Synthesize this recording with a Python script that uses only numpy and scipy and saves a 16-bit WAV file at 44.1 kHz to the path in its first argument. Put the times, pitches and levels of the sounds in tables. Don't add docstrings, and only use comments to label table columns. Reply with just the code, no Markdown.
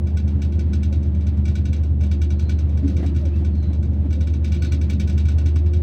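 import sys
import numpy as np
from scipy import signal
from scipy.fft import rfft, irfft
from scipy.io import wavfile
from scipy.ndimage import uniform_filter1d

SR = 44100
rng = np.random.default_rng(int(sys.argv[2]) if len(sys.argv) > 2 else 0)


def put_to_file(sound):
    columns = np.atleast_2d(sound).T
    safe = np.clip(columns, -1, 1)
    whole_steps = np.round(safe * 32767)
    wavfile.write(sys.argv[1], SR, whole_steps.astype(np.int16))


N = 256662
T = np.arange(N) / SR
FREQ = np.maximum(np.arange(N // 2 + 1) * SR / N, 1)
CYLINDERS = 8

# (time [s], firing rate [Hz])
FIRING_RATE = [(0, 77.5), (0.3, 77.3), (1.2, 76.85), (2, 76.54), (2.7, 76.46), (3.3, 76.61), (4.2, 76.63),
               (5.1, 76.7), (5.5, 77.6), (5.82, 79.55)]
# (time [s], level [dB])
ENGINE_LOAD = [(0.0, -19), (1.85, -18), (3.58, -18.5), (4.96, -18.5), (5.48, -16), (5.82, -16)]
# (order [multiple of the cycle rate], level [dB])
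ENGINE_ORDERS = [(6, -41), (7, -54), (8, -17), (9, -30.5), (10, -29.5), (11, -59), (12, -55), (13, -35),
                 (14, -41.5), (18, -46), (22, -47.5), (29, -47), (37, -56), (54, -60.5), (62, -63)]
# (time [s], depth [0-1])
THROB_DEPTH = [(0, 0.13), (.9, .04), (5.82, .02)]
# (time [s], level [dB])
BOOM_LEVEL = [(0, -37), (.66, -34), (1.5, -34.5), (2.6, -38.5), (2.9, -40.5), (3.55, -32), (4.7, -52),
              (4.96, -29.5), (5.45, -47.5), (5.82, -58)]
# (frequency [Hz], relative density [dB])
RUMBLE_SPECTRUM = [(20, -23.5), (40, -12), (58, -3.5), (95, -2), (140, 0), (195, 1), (240, -3.5), (285, -6),
                   (350, -9.5), (430, -23.5), (580, -31.5), (1100, -53.5), (2500, -79.5)]
# (time [s], level [dB])
RUMBLE_LEVEL = [(0, -34.5), (.7, -30), (1.4, -31), (2.3, -33.5), (2.9, -29), (3.6, -30), (4.4, -30.5),
                (5, -28.5), (5.4, -32.5), (5.82, -35.5)]
# (frequency [Hz], relative density [dB])
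HISS_SPECTRUM = [(500, -5), (1000, 0.5), (1500, -2), (2500, -6), (4000, -11), (5000, -20), (7000, -24.5),
                 (10000, -35), (15500, -37.5)]
# (time [s], level [dB])
HISS_ENVELOPE = [(0, -59), (1, -57.5), (1.95, -60), (2.7, -56.5), (3.3, -56), (3.8, -60), (4.8, -56),
                 (5.82, -58)]
# (time [s], relative level [dB])
PANEL_CLANKS = [(0.0703, -40.5), (0.1715, -32.5), (0.2784, -39.5), (0.4191, -32.5), (0.5924, -35.5),
                (0.733, -32), (0.8313, -33), (0.9261, -35), (1.1484, -46.5), (1.2082, -45), (1.2682, -37.5),
                (1.4544, -34), (1.48, -35.5), (1.5541, -32), (1.6546, -33.5), (1.73, -32.5),
                (2.0086, -39.5), (2.0355, -37), (2.1137, -32), (2.2166, -30.5), (2.3044, -35), (2.395, -34),
                (2.4942, -30), (2.5883, -37), (2.7735, -39.5), (2.8788, -35.5), (2.9667, -34.5),
                (3.0624, -35.5), (3.1482, -44.5), (3.1624, -36), (3.2534, -38.5), (3.4477, -38),
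                (3.628, -45), (3.7312, -40.5), (3.8287, -42), (4.1064, -40), (4.1279, -34.5),
                (4.2086, -35.5), (4.2717, -36), (4.3378, -38.5), (4.4449, -31.5), (4.5203, -31.5),
                (4.5454, -34), (4.6218, -29), (4.6464, -32.5), (4.7206, -27.5), (4.814, -34),
                (4.8982, -27.5), (4.9985, -28), (5.0749, -33.5), (5.0966, -33), (5.1784, -31),
                (5.2544, -37.5), (5.285, -31), (5.3833, -33.5), (5.4595, -32), (5.5588, -34), (5.7346, -36)]
# (frequency [Hz], width [Hz], relative density [dB])
PANEL_MODES = [(1487, 39, 3.5), (1707, 9.4, -0.5), (1860, 23, -25), (2325, 61, 3.5), (2730, 23, -4.5),
               (2830, 12, -1.5), (3480, 18, -18.5), (3430, 58, -3.5), (3735, 110, -4.5), (3870, 10, -1.5),
               (4365, 12, -4), (4356, 21, -20), (4770, 12, -14.5), (5530, 12, -8.5), (5420, 27, -3),
               (5800, 30, -1), (6183, 65, 2), (6640, 49, -28.5), (7150, 83, -11), (7880, 25, -2.5),
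               (8400, 37, -17.5), (9020, 22, -13.5), (9330, 60, -17.5), (10670, 39, -19)]
# (frequency [Hz], relative density [dB])
CRASH_SPECTRUM = [(700, -28.5), (1300, -5.5), (1550, -9.5), (2600, 1.5), (3100, -1.5), (4000, 1.5),
                  (6100, -3), (6700, -6), (8200, -9), (10000, -27), (11000, -21.5), (13300, -24.5)]
# (time [s], length [s], start pitch [Hz], end pitch [Hz], level [dB], roughness [1 or more is all noise])
FLANGE_SQUEALS = [(0.891, 0.059, 555, 532, -40, .3), (2.349, 0.26, 4180, 4040, -54.5, 0.95),
                  (2.98, 0.099, 2150, 1880, -55, 0.8), (3.207, 0.076, 654, 510, -35, 0.2),
                  (3.283, 0.13, 2450, 2770, -55.5, 0.9), (3.495, 0.28, 4300, 3930, -57.5, 1.1),
                  (4.561, 0.21, 4400, 4120, -53, 0.9)]
# (peak time [s], half width [s], level [dB])
FRAME_SCRAPES = [(1.04, 0.046, -64.5), (2.9, 0.06, -55), (3.04, 0.042, -54.5), (3.2, 0.042, -55.5),
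                 (3.38, 0.046, -56.5)]
# (time [s], length [s], boom level [dB], pitch [Hz], crunch level [dB])
WHEEL_KNOCKS = [(2.821, 0.065, -16.5, 274.6, -34), (2.876, 0.033, -22, 285, -42),
                (2.972, 0.051, -32.5, 337, -31), (3.025, 0.012, -17.5, 284, -31),
                (3.026, .036, -39.5, 705, -27.5), (3.395, 0.06, -28.5, 276.6, -39),
                (3.691, 0.042, -26, 285, -40), (4.045, 0.034, -24, 278, -35.5),
                (4.165, 0.042, -27, 278, -55), (5.562, 0.0072, -41, 1130, -29)]


def undb(db):
    return 10 ** (np.asarray(db) / 20)


def unit(x):
    return x / np.sqrt(np.mean(x ** 2))


def curve(rows):
    return np.interp(T, *np.transpose(rows))


def noise(gain):
    return unit(irfft(rfft(rng.standard_normal(N)) * gain, N))


def coloured_noise(spectrum):
    hz, db = np.transpose(spectrum)
    low_cut = np.minimum(FREQ / hz[0], 1) ** 2
    return noise(undb(np.interp(np.log(FREQ), np.log(hz), db)) * low_cut)


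def waver(rate_hz):
    return noise(np.exp(-.5 * (FREQ / rate_hz) ** 2))


def decay(t, t60, rise_s):
    return (1 - np.exp(-t / rise_s)) * np.exp(-np.log(1000) * t / t60)


def add(out, start_s, x):
    i = max(int(start_s * SR), 0)
    out[i:i + len(x)] += x[:N - i]


def engine_drone(cycle, dispersion_rad=.02, blur_rad=0.028, throb_lag_cycles=0.14):
    out = np.zeros(N)
    load_db = curve(ENGINE_LOAD) - max(db for _, db in ENGINE_ORDERS)
    for order, db in ENGINE_ORDERS:
        apart = abs(order - CYLINDERS)
        level_db = db + (load_db if apart <= 2 else 0)
        spread_db = np.interp(apart, [0, 1, 10], [0.56, 1, 4.5])
        phase = 2 * np.pi * order * cycle - dispersion_rad * apart ** 2 + blur_rad * apart * waver(2)
        out += undb(level_db + spread_db * waver(3.77)) * np.cos(phase)
    throb = 1 + curve(THROB_DEPTH) * np.cos(2 * np.pi * (cycle - throb_lag_cycles))
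    return np.sqrt(2) * out * throb


def cab_resonance(cycle, boom_order=21, hum_order=36, mode_hz=360.4, mode_width_hz=9.2, waver_db=3):
    boom_gain = undb(curve(BOOM_LEVEL) + waver_db * waver(3))
    boom = boom_gain * np.cos(2 * np.pi * boom_order * cycle + 1.05 * waver(3))
    hum_hz = hum_order * curve(FIRING_RATE) / CYLINDERS
    detuning = (hum_hz - mode_hz) / (mode_width_hz / 2)
    hum_gain = undb(-35 + waver_db * waver(3)) / np.hypot(1, detuning)
    hum = hum_gain * np.cos(2 * np.pi * hum_order * cycle + 0.66 * waver(0.73))
    return np.sqrt(2) * (boom + hum)


def cab_noise(cycle):
    rumble = coloured_noise(RUMBLE_SPECTRUM) * (1 + 0.026 * np.cos(2 * np.pi * cycle))
    roar = coloured_noise([(420, 1), (570, 0), (700, -4), (850, -9), (1100, -19), (2500, -48)])
    roar *= undb(-49 + 1.3 * waver(6.6))
    hiss = coloured_noise(HISS_SPECTRUM) * (1 + 0.098 * np.cos(2 * np.pi * CYLINDERS * cycle))
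    hiss *= undb(curve(HISS_ENVELOPE) + 1.4 * waver(7))
    return rumble * undb(curve(RUMBLE_LEVEL)) + roar + hiss


def panel_blows(pause_s=.15, tap_db=-9, rebound_db=-11, scatter_db=3):
    times, db = np.transpose(PANEL_CLANKS)
    paused = np.diff(times, append=T[-1]) > pause_s
    cycle_s = CYLINDERS / np.interp(times, *np.transpose(FIRING_RATE))
    times = np.r_[times, (times + cycle_s)[paused]]
    db = np.r_[db, db[paused] + tap_db]
    lateness, strength = rng.random((len(times), 2)).T
    rebound_times = times + 0.014 + 0.02 * lateness
    rebound_levels = db + rebound_db + scatter_db * (2 * strength - 1)
    return np.r_[np.c_[times, db], np.c_[rebound_times, rebound_levels]]


def loose_panel(ring_db=-3, crash_db=-5, scatter_db=2.5, crash_t60=0.079, rise_s=0.0035):
    ring, crash = np.zeros(N), np.zeros(N)
    t = T[:SR // 4]
    hz, width_hz, db = np.transpose(PANEL_MODES)[:, :, None]
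    phase = 2 * np.pi * (hz * t + rng.random(hz.shape))
    beat_phase = np.pi * .55 * width_hz * t
    mode_t60 = np.interp(hz, [1500, 8000], [0.1, 0.053])
    modes = (np.sin(phase - beat_phase) + 0.79 * np.sin(phase + beat_phase)) * decay(t, mode_t60, rise_s)
    weights = (undb(db) * np.sqrt(width_hz))[:, 0]
    weights /= np.sqrt(np.sum(weights ** 2) / 2)
    weak_modes = coloured_noise(CRASH_SPECTRUM)
    for time_s, blow_db in panel_blows():
        start_s = time_s - rise_s / 2
        excitation = weights * undb(scatter_db * rng.standard_normal(len(weights)))
        add(ring, start_s, undb(blow_db + ring_db) * excitation @ modes)
        chatter = 0.97 * np.roll(weak_modes, rng.integers(N))[:len(t)]
        burst = (weak_modes[:len(t)] + chatter) * decay(t, crash_t60, rise_s)
        add(crash, start_s, undb(blow_db + crash_db) * burst)
    force = np.sqrt(uniform_filter1d(crash ** 2, SR // 100).clip(0))
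    treble = signal.sosfilt(signal.butter(2, 9000, "high", fs=SR, output="sos"), crash)
    return ring + wall_reflections(crash + 1.4 * treble * force / force.max())


def wall_reflections(x, wet_db=-2, low_t60=0.13, high_t60=0.094, build_s=0.0026, split_hz=5000):
    t = T[:SR // 3]
    low = noise(1 / (1 + (FREQ / split_hz) ** 4))[:len(t)] * decay(t, low_t60, build_s)
    high = noise(1 / (1 + (split_hz / FREQ) ** 4))[:len(t)] * decay(t, high_t60, build_s)
    tail = low + 0.51 * high
    tail /= np.sqrt(np.sum(tail ** 2))
    return x + undb(wet_db) * signal.fftconvolve(x, tail)[:N]


def flange_squeals(relative_bandwidth=0.03):
    out = np.zeros(N)
    for start_s, length_s, start_hz, end_hz, db, roughness in FLANGE_SQUEALS:
        t = T[:int(length_s * SR)]
        phase = 2 * np.pi * np.cumsum(np.linspace(start_hz, end_hz, len(t))) / SR
        slip = waver(relative_bandwidth * start_hz)
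        jitter = slip[:len(t)] + 1j * slip[-2 * len(t):-len(t)]
        noise_share = min(roughness, 1)
        grip = np.sqrt(1 - noise_share) + np.sqrt(noise_share / 2) * jitter
        tone = (grip * np.exp(1j * phase)).imag
        add(out, start_s, undb(db) * np.sin(np.pi * t / length_s) * tone)
    return out


def frame_scrapes(grain_rate_hz=90):
    grains = unit(undb(-waver(grain_rate_hz)))
    scrape = coloured_noise([(1200, 5), (2500, 0.5), (4200, 1), (6000, -7), (9000, -18), (14000, -20)])
    swells = sum(undb(db) * np.exp(-((T - peak_s) / width_s) ** 2) for peak_s, width_s, db in FRAME_SCRAPES)
    return scrape * grains * swells


def wheel_knocks():
    booms, crunch_gain = np.zeros(N), np.zeros(N)
    for start_s, length_s, boom_db, hz, crunch_db in WHEEL_KNOCKS:
        t = T[:int(length_s * SR)]
        swell = np.sin(np.pi * t / length_s)
        add(booms, start_s, undb(boom_db) * swell ** 2 * np.sin(2 * np.pi * hz * t))
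        add(crunch_gain, start_s, undb(crunch_db) * swell)
    crunch = coloured_noise([(180, 12), (400, 3.5), (730, -6), (950, -20.5), (2000, -21.5),
                             (5000, -36), (12000, -51.5)])
    return booms + crunch_gain * crunch


def scene(strong_firing_s=.0445):
    cycle = np.cumsum(curve(FIRING_RATE)) / SR / CYLINDERS
    cycle -= np.interp(strong_firing_s, T, cycle)
    engine_and_cab = engine_drone(cycle) + cab_resonance(cycle) + cab_noise(cycle)
    clanks = undb(-5.5) * loose_panel()
    running_gear = wheel_knocks() + flange_squeals() + frame_scrapes()
    return (engine_and_cab + clanks + running_gear)[None]


def record(dry, cutoff_hz=15800):
    return signal.sosfilt(signal.ellip(8, .2, 70, cutoff_hz, fs=SR, output="sos"), dry)


dry = scene()
out = record(dry)
put_to_file(out)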